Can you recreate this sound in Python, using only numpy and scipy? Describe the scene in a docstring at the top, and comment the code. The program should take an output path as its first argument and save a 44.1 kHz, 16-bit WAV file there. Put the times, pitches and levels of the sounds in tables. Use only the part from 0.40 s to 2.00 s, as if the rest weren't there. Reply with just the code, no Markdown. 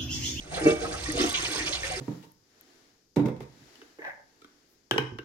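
"""A toilet is flushed in a small tiled bathroom, heard from just above the bowl over a low rumble.
First the valve hisses, as a froth of tiny bubbles coloured by the tank, and knocks ring the tank's modes.
Air then gulps through the channels: decaying rising sines over resonant noise. Water next splashes from
the rim as a denser froth, with bursts of noise for drops and slaps. Late on, an air pocket sings in the
swirl as a wavering sine. Decaying noise supplies the reflections of bowl and tiles."""
import sys
import numpy as np
from scipy import signal
from scipy.fft import rfft, irfft, next_fast_len
from scipy.io import wavfile
from scipy.ndimage import map_coordinates

SR = 44100
rng = np.random.default_rng(int(sys.argv[2]) if len(sys.argv) > 2 else 0)


def store_pcm(level_fs):
    """Save levels as 16-bit WAV."""
    pcm = np.round(np.clip(level_fs, -1, 1) * 32767).astype(np.int16)
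    wavfile.write(sys.argv[1], SR, np.atleast_2d(pcm).T)


N = 70560

# strength of the splashing: start_s, level_db
SPLASH_LEVEL = [(0, -53.5), (.55, -44.5), (.64, -36.5), (.74, -39), (.81, -28), (.87, -30.5), (.95, -35.5),
                (1.045, -29.5), (1.09, -34.5), (1.16, -31), (1.24, -36.5), (1.275, -32), (1.305, -37.5),
                (1.345, -33.5), (1.39, -40.5), (1.42, -38.5), (1.46, -34.5), (1.485, -36.5), (1.6, -37.5)]
# spectrum of the splashing: frequency_hz, relative_density_db
SPLASH_SPECTRUM = [(100, -52), (350, -4.5), (600, -12.5), (900, -3), (1400, -4), (2200, 1), (3500, 0),
                   (6300, -3.5), (7000, -10.5), (9000, -3.5), (10000, -20), (11500, -24), (16000, -22)]
# resonances of the bowl that colour the splashing: frequency_hz
BOWL_MODES = [612, 722, 776, 1018, 1177, 1484, 1806, 2074, 2174]
BOWL_BOOST_DB, BOWL_HALF_WIDTH_HZ = 8.5, 6.4

# strength of the water leaving the tank: start_s, level_db
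OUTFLOW_LEVEL = [(0, -50), (.085, -54), (.125, -37), (.165, -33.5), (.21, -37.5), (.28, -27.5), (.37, -42),
                 (.44, -35.5), (.5, -41), (.54, -35.5), (.6, -45), (.75, -47), (1.6, -44.5)]
# spectrum of the outflow: frequency_hz, relative_density_db
OUTFLOW_SPECTRUM = [(80, -17.5), (170, 5.5), (300, -17.5), (500, -0.5), (790, 1), (950, -17), (1250, -8.5),
                    (2000, -6), (4000, -16.5), (6200, -14), (7200, -18), (9300, -11), (11000, -37),
                    (16000, -28)]
# modes of the tank: frequency_hz, level_db, t60_s
TANK_MODES = [(161, -12, 0.14), (244, -9, 0.091), (309, -4.5, 0.1), (322.2, -2.5, 0.3), (377.5, -7, 0.2),
              (454.1, -1, 0.2), (608, -5, 0.11), (788, -20, 0.4), (1190, -17.5, 0.37), (1575, -22.5, 0.28),
              (2280, -17, 0.19), (2301, -24.5, .35), (2662, -22, 0.29)]
TANK_BOOST_DB, TANK_HALF_WIDTH_HZ = 6.5, 12.2  # the tank colours the outflow with its modes

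# knocks of the valve on the tank: start_s, level_db
VALVE_KNOCKS = [(0.2124, -24), (0.2283, -29.5), (0.2557, -12), (0.2627, -10.5), (0.2762, -16), (.317, -18)]
KNOCK_RISE_S, SCUFF_DB, SCUFF_DECAY_S, SCUFF_CORNER_HZ = 0.0028, -10, 0.0038, 800

# strength of the gurgling in the channels: start_s, level_db
GURGLE_LEVEL = [(0, -55.5), (.24, -48.5), (.52, -36.5), (.6, -48.5), (.74, -38.5), (.80, -23), (.86, -28.5),
                (.93, -61.5), (1.06, -41.5), (1.2, -41.5), (1.3, -46), (1.6, -69)]
# resonances of the channels: frequency_hz, half_width_hz, level_db
CHANNEL_MODES = [(232.3, 7, -13.5), (309.7, 27.4, -1), (358.7, 15.7, -2.5), (431, 13, -15),
                 (479.3, 20.7, -5), (695, 15, -10), (788, 14, -14.5), (1139, 13, -14), (1481, 14, -17.5)]
GULP_BANDWIDTH_HZ, GULP_DEPTH_DB = 35, 8  # pace of the uneven gulps, and limit of their swing either way

# large air bubbles, gulps and plops: start_s, pitch_hz, level_db, t60_s
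LARGE_BUBBLES = [(.175, 515, -23.5, 0.064), (.415, 461, -27, 0.31), (.468, 317, -30, 0.2),
                 (0.659, 1860, -25.5, 0.035), (0.701, 1955, -21.5, 0.033), (0.687, 306.6, -22.5, 0.14),
                 (0.75, 345, -21, 0.048), (0.774, 470, -24, 0.059), (.772, 662, -23.5, 0.093),
                 (.84, 696, -25.5, 0.23), (.79, 1140, -27.5, 0.24), (.794, 288, -21.5, 0.29),
                 (.803, 349, -18, 0.073), (0.801, 231, -27.5, 0.35), (.831, 324.7, -20, 0.13),
                 (.895, 1520, -29, .1), (.968, 1020, -28, 0.082), (1.03, 337, -31.5, 0.082),
                 (1.084, 333, -25.5, 0.047), (1.155, 433, -27.5, 0.056), (1.187, 1804, -31.5, 0.13),
                 (1.207, 321, -26.5, 0.092), (1.31, 566, -28, .06), (1.333, 2080, -24.5, 0.058),
                 (1.433, 1780, -25, 0.077), (1.5, 549, -26, 0.06), (1.512, 727, -23, 0.063),
                 (1.566, 378, -32.5, 0.39)]
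BUBBLE_RISE_CYCLES = 0.86  # time constant of the onset
BUBBLE_GLIDE = 0.034  # the pitch rises by twice this share over one t60

# an air pocket singing in the swirl: start_s, pitch_hz, level_db
AIR_POCKET = [(1.269, 640, -50), (1.32, 594, -38), (1.389, 605.7, -58), (1.449, 537.2, -37),
              (1.5, 577, -45.5), (1.549, 500, -42), (1.6, 446, -57)]
POCKET_WAVER, POCKET_WAVER_HZ = 0.014, 50.3  # rms share of the pitch, bandwidth of the wavering

# drops, spurts and slaps: start_s, centre_hz (before the splash spectrum), level_db, decay_s
WATER_SLAPS = [(.105, 640, -33.5, 0.068), (.14, 3560, -31.5, 0.027), (.16, 620, -32.5, 0.03),
               (.16, 1640, -31.5, 0.042), (0.409, 4000, -37.5, 0.04), (.443, 1300, -30, .011),
               (.52, 3800, -33.5, 0.0096), (.54, 1330, -29.5, .008), (.778, 1070, -31, 0.0083),
               (.939, 2900, -18.5, 0.02), (1.185, 2050, -29, 0.039), (1.321, 3750, -26, 0.021),
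               (1.35, 3700, -25, 0.0067), (1.432, 1860, -25.5, 0.015), (1.535, 2040, -33.5, 0.021)]
SLAP_OCTAVES = 0.33  # standard deviation of the band
SLAP_DROPS_PER_S, SLAP_HISS, SLAP_RISE = 1500, .2, .25  # hiss between drops, rise as a share of decay

# single drops: start_s, level_db
DROP_TICKS = [(0.721, -25.5), (.897, -24.5), (.927, -26), (1.123, -30.5), (1.181, -30.5), (1.189, -35)]
TICK_HZ, TICK_DECAY_S, TICK_OCTAVES = 8540, .0016, .25

# strength of the rumble in the plumbing: start_s, level_db
RUMBLE_LEVEL = [(0, -46), (.4, -46), (.8, -39.5), (.92, -45.5), (1.25, -47), (1.6, -45)]
# spectrum of the rumble: frequency_hz, relative_density_db
RUMBLE_SPECTRUM = [(10, -17), (42, 1), (60, 6.5), (85, 1), (130, -1.5), (175, -2), (230, -49), (8000, -59)]
RUMBLE_SIDE_DB, HUM_HZ, HUM_DB = -18.5, 59.3, -63.5

# reverberation of the bathroom: frequency_hz, t60_s
ROOM_DECAY = [(150, 0.32), (1000, 0.18), (4000, 0.092), (12000, 0.087)]
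ROOM_ONSET_S = 0.0037
# direct sound at the microphones: frequency_hz, energy_share (clipped to 0-1 in use)
DIRECT_SHARE = [(150, 0.5), (400, 0.99), (700, -0.14), (2500, 0.7), (4000, 0.72), (6700, -0.28),
                (7800, 0.3), (12000, 7.5)]
# phase of the direct sound: frequency_hz, left_lead_rad
PHASE_LEAD = [(200, -0.17), (350, 0), (1000, -2.5), (2800, -2), (4500, -1.6), (6500, 4.2), (8000, -9.5),
              (9000, 1.5), (10300, 1.5), (12500, 8.5)]
# colour of the microphone pair: frequency_hz, left_minus_right_db
MIC_BALANCE = [(200, -0.5), (500, 0), (1200, -3.5), (2000, 1.5), (3000, -2.5), (4500, -8.5), (6400, -15.5),
               (7100, -5), (8000, -5.5), (9000, 0.5)]
TANK_WET, BUBBLE_WET = .4, .6  # gain of the reflections of the clunk and of the airy sounds
NEAR_DIRECT = .6  # least share of direct sound in both
EDGE_HZ = 15900


def amp(db):
    """Level to amplitude: 20 dB is a factor of ten."""
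    return 10 ** (np.asarray(db) / 20)


def unit(x):
    """Normalization of power: scales to an rms of one."""
    return x / np.sqrt(np.mean(x ** 2) + 1e-20)


def read(points, hz):
    """Interpolation of a table on a logarithmic frequency axis."""
    f, value = np.transpose(points)
    return np.interp(np.log(hz + 1), np.log(f + 1), value)


def level(points):
    """Envelope: the gain at every sample, interpolated in decibels."""
    return amp(np.interp(np.arange(N) / SR, *np.transpose(points)))


def add(mix, start_s, sound):
    """Superposition: adds a sound to the mix, in place, at its time."""
    part = mix[max(round(start_s * SR), 0):][:len(sound)]
    part += sound[:len(part)]


def shaped(x, gain):
    """Linear filtering: multiplies the spectrum by a function of frequency."""
    size = next_fast_len(2 * x.shape[-1])
    spectrum = rfft(x, size) * gain(np.fft.rfftfreq(size, 1 / SR))
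    return irfft(spectrum, size)[..., :x.shape[-1]]


def coloured(x, colour):
    """Spectral colouring of a sound, at an rms of one."""
    return unit(shaped(x, lambda hz: amp(read(colour, hz))))


def ringing(x, modes_hz, half_width_hz, boost_db):
    """Resonance: lifts narrow bands around the modes of a vessel, at an rms of one."""
    def response(f):
        """Flat response plus a simple resonance at each mode."""
        peaks = sum(1 / (1 + 1j * (f - hz) / half_width_hz) for hz in modes_hz)
        return 1 + (amp(boost_db) - 1) * peaks
    return unit(shaped(x, response))


def bubble(hz, t60, glide, rise_cycles):
    """Damped bubble oscillation: a dying sine whose pitch rises as the bubble nears the surface."""
    t = np.arange(int(t60 * SR) + 2) / SR
    onset = 1 - np.exp(-t * hz / rise_cycles)
    decay = np.exp(-np.log(1000) * t / t60)
    return onset * decay * np.sin(2 * np.pi * hz * t * (1 + glide * t / t60))


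def froth(per_s, spread_db, cycles, glide, clump_db, hiss_db, count=8000):
    """Random superposition: tiny bubbles, arriving in clumps of like size, over a smooth white hiss."""
    clumps, draws, out = rng.standard_normal((64, 12)), rng.random((count, 5)), np.zeros(N)
    kept = draws[:, -1] < per_s * N / SR / count
    when, small, size, ring, _ = draws[kept].T
    # a smooth random map over time and pitch strengthens neighbours together
    place = [when * (len(clumps) - 1), small * (clumps.shape[1] - 1)]
    clump = map_coordinates(clumps, place, order=1)
    hz = 300 + 15000 * small ** 2
    t60 = cycles * (0.26 + ring ** 2) / hz
    strength = amp(spread_db * np.minimum(-np.log(size), 4) + clump_db * clump)
    gain = strength * np.sqrt(np.sqrt(hz) / t60)  # offsets the uneven pitches and decays
    for start_s, f, d, g in zip(when * N / SR, hz, t60, gain):
        add(out, start_s, g * bubble(f, d, glide, 0.084))
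    return unit(out) + amp(hiss_db) * rng.standard_normal(N)


def splash():
    """Bubble noise of a jet: water from the rim churns the bowl and excites its resonances."""
    foam = froth(per_s=2600, spread_db=3.2, cycles=85, glide=.05, clump_db=3, hiss_db=-10)
    churn = coloured(foam, SPLASH_SPECTRUM)
    return level(SPLASH_LEVEL) * ringing(churn, BOWL_MODES, BOWL_HALF_WIDTH_HZ, BOWL_BOOST_DB)


def outflow():
    """Resonance driven by flow: water rushes out of the tank and sets it ringing."""
    foam = froth(per_s=1500, spread_db=3, cycles=50, glide=.04, clump_db=4, hiss_db=-8)
    rush = coloured(foam, OUTFLOW_SPECTRUM)
    modes_hz = [mode[0] for mode in TANK_MODES]
    return level(OUTFLOW_LEVEL) * ringing(rush, modes_hz, TANK_HALF_WIDTH_HZ, TANK_BOOST_DB)


def valve():
    """Modal impact: each knock rings the tank, with a short dull scuff of the linkage."""
    t, out = np.arange(SR // 2) / SR, np.zeros(N)
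    ring = sum(amp(db - 60 * t / t60) * np.sin(2 * np.pi * hz * t) for hz, db, t60 in TANK_MODES)
    for start_s, db in VALVE_KNOCKS:
        noise = rng.standard_normal(len(t))
        dull = unit(shaped(noise, lambda f: 1 / (1 + (f / SCUFF_CORNER_HZ) ** 2)))
        scuff = dull * amp(SCUFF_DB) * np.exp(-t / SCUFF_DECAY_S)
        add(out, start_s, amp(db) * (1 - np.exp(-t / KNOCK_RISE_S)) * (ring + scuff))
    return out


def gurgle():
    """Cavity resonance: air and water tumble in uneven gulps through the channels of the bowl."""
    def channels(f):
        """Sum of second-order resonances."""
        return sum(amp(db) / (1 + 1j * (f - hz) / width) ** 2 for hz, width, db in CHANNEL_MODES)
    lumps = unit(shaped(rng.standard_normal(N), lambda f: np.exp(-(f / GULP_BANDWIDTH_HZ) ** 2)))
    tumbling = rng.standard_normal(N) * amp(GULP_DEPTH_DB * np.tanh(lumps))
    return level(GURGLE_LEVEL) * unit(shaped(tumbling, channels))


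def plops():
    """Free bubble oscillation: single large bubbles gulp and plop."""
    out = np.zeros(N)
    for start_s, hz, db, t60 in LARGE_BUBBLES:
        add(out, start_s, amp(db) * bubble(hz, t60, BUBBLE_GLIDE, BUBBLE_RISE_CYCLES))
    return out


def slaps():
    """Impact noise: drops and sheets of water hit the surface in short bursts."""
    t, out = np.arange(SR // 5) / SR, np.zeros(N)
    for start_s, hz, db, decay in WATER_SLAPS:
        noise = rng.standard_normal(len(t))
        drops = rng.random(len(t)) < SLAP_DROPS_PER_S / SR
        crackle = noise * np.where(drops, 1, SLAP_HISS)

        def band(f):
            """Bell on an octave axis, tinted by the splash spectrum."""
            bell = np.exp(-.5 * (np.log2((f + 1) / hz) / SLAP_OCTAVES) ** 2)
            return bell * amp(read(SPLASH_SPECTRUM, f))
        envelope = (1 - np.exp(-t / (SLAP_RISE * decay))) * np.exp(-t / decay)
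        add(out, start_s, amp(db) * unit(shaped(crackle, band)) * envelope)
    return out


def moan():
    """Frequency modulation: an air pocket sings on a wavering pitch that sinks overall as it grows."""
    start_s, hz, db = np.transpose(AIR_POCKET)
    t = np.arange(N) / SR
    noise = rng.standard_normal((2, N))
    waver, flutter = unit(shaped(noise, lambda f: np.exp(-(f / POCKET_WAVER_HZ) ** 2)))
    pitch = np.interp(t, start_s, hz) * (1 + POCKET_WAVER * waver)
    gain = amp(np.interp(t, start_s, db, left=-np.inf) + 2 * flutter)  # silent before the first point
    return gain * np.sin(2 * np.pi * np.cumsum(pitch) / SR)


def ticks():
    """Brief impact: single drops land with a tiny bright tick of noise."""
    t, out = np.arange(SR // 50) / SR, np.zeros(N)
    for start_s, db in DROP_TICKS:
        noise = rng.standard_normal(len(t))
        crack = unit(shaped(noise, lambda f: 1 / (1 + (np.log2((f + 1) / TICK_HZ) / TICK_OCTAVES) ** 2)))
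        add(out, start_s, amp(db) * crack * np.exp(-t / TICK_DECAY_S))
    return out


def rumble():
    """Mid and side sum: low rumble of the plumbing and a faint hum, nearly equal at both microphones."""
    hum = amp(HUM_DB) * np.sin(2 * np.pi * HUM_HZ * np.arange(N) / SR)
    mid, side = coloured(rng.standard_normal((2, N)), RUMBLE_SPECTRUM)
    return level(RUMBLE_LEVEL) * (mid + amp(RUMBLE_SIDE_DB) * np.array([side, -side])) + hum


def bathroom(x, wetness=1, least_direct=0, early_db=6, early_s=0.0049):
    """Diffuse reverberation: direct sound plus dense reflections, different at each microphone."""
    hz, t, z = signal.stft(rng.standard_normal((2, SR // 2)), SR, nperseg=256)
    # a brief early surplus is added to the decay; each band is scaled to equal energy
    fade = amp(-60 * t / read(ROOM_DECAY, hz)[:, None]) * (1 + amp(early_db) * np.exp(-t / early_s))
    tail = signal.istft(z * fade / np.linalg.norm(fade, axis=1, keepdims=True), SR)[1]
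    tail = tail * np.minimum(np.arange(tail.shape[1]) / SR / ROOM_ONSET_S, 1)
    tail = tail / np.linalg.norm(tail, axis=1, keepdims=True)
    wet = signal.fftconvolve(x[None], tail, axes=1)[:, :N]

    def direct_path(f):
        """Direct share, with the phase lead split between left and right."""
        share = np.clip(read(DIRECT_SHARE, f), least_direct, 1)
        return np.sqrt(share) * np.exp(1j * np.outer([.5, -.5], read(PHASE_LEAD, f)))
    direct = shaped(x, direct_path)
    reflected = shaped(wet, lambda f: np.sqrt(1 - np.clip(read(DIRECT_SHARE, f), 0, 1)))
    return direct + wetness * reflected


def scene():
    """Superposition: the whole flush; the water is two independent sources, each with its reflections."""
    water = sum(bathroom(splash() + outflow()) for _ in range(2)) / np.sqrt(2)
    air = bathroom(plops() + gurgle() + moan(), BUBBLE_WET, NEAR_DIRECT)
    clunk = bathroom(valve(), TANK_WET, NEAR_DIRECT)
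    drops = bathroom(slaps() + ticks())
    return water + air + clunk + drops + rumble()


def record(dry):
    """Linear filtering: the two microphones differ in colour; then a low-pass limits the band."""
    pair = shaped(dry, lambda f: amp(np.outer([.5, -.5], read(MIC_BALANCE, f))))
    low_pass = signal.firwin(511, EDGE_HZ, window=("kaiser", 9), fs=SR)
    return signal.oaconvolve(pair, low_pass[None], "same")


dry = scene()
out = record(dry)
store_pcm(out)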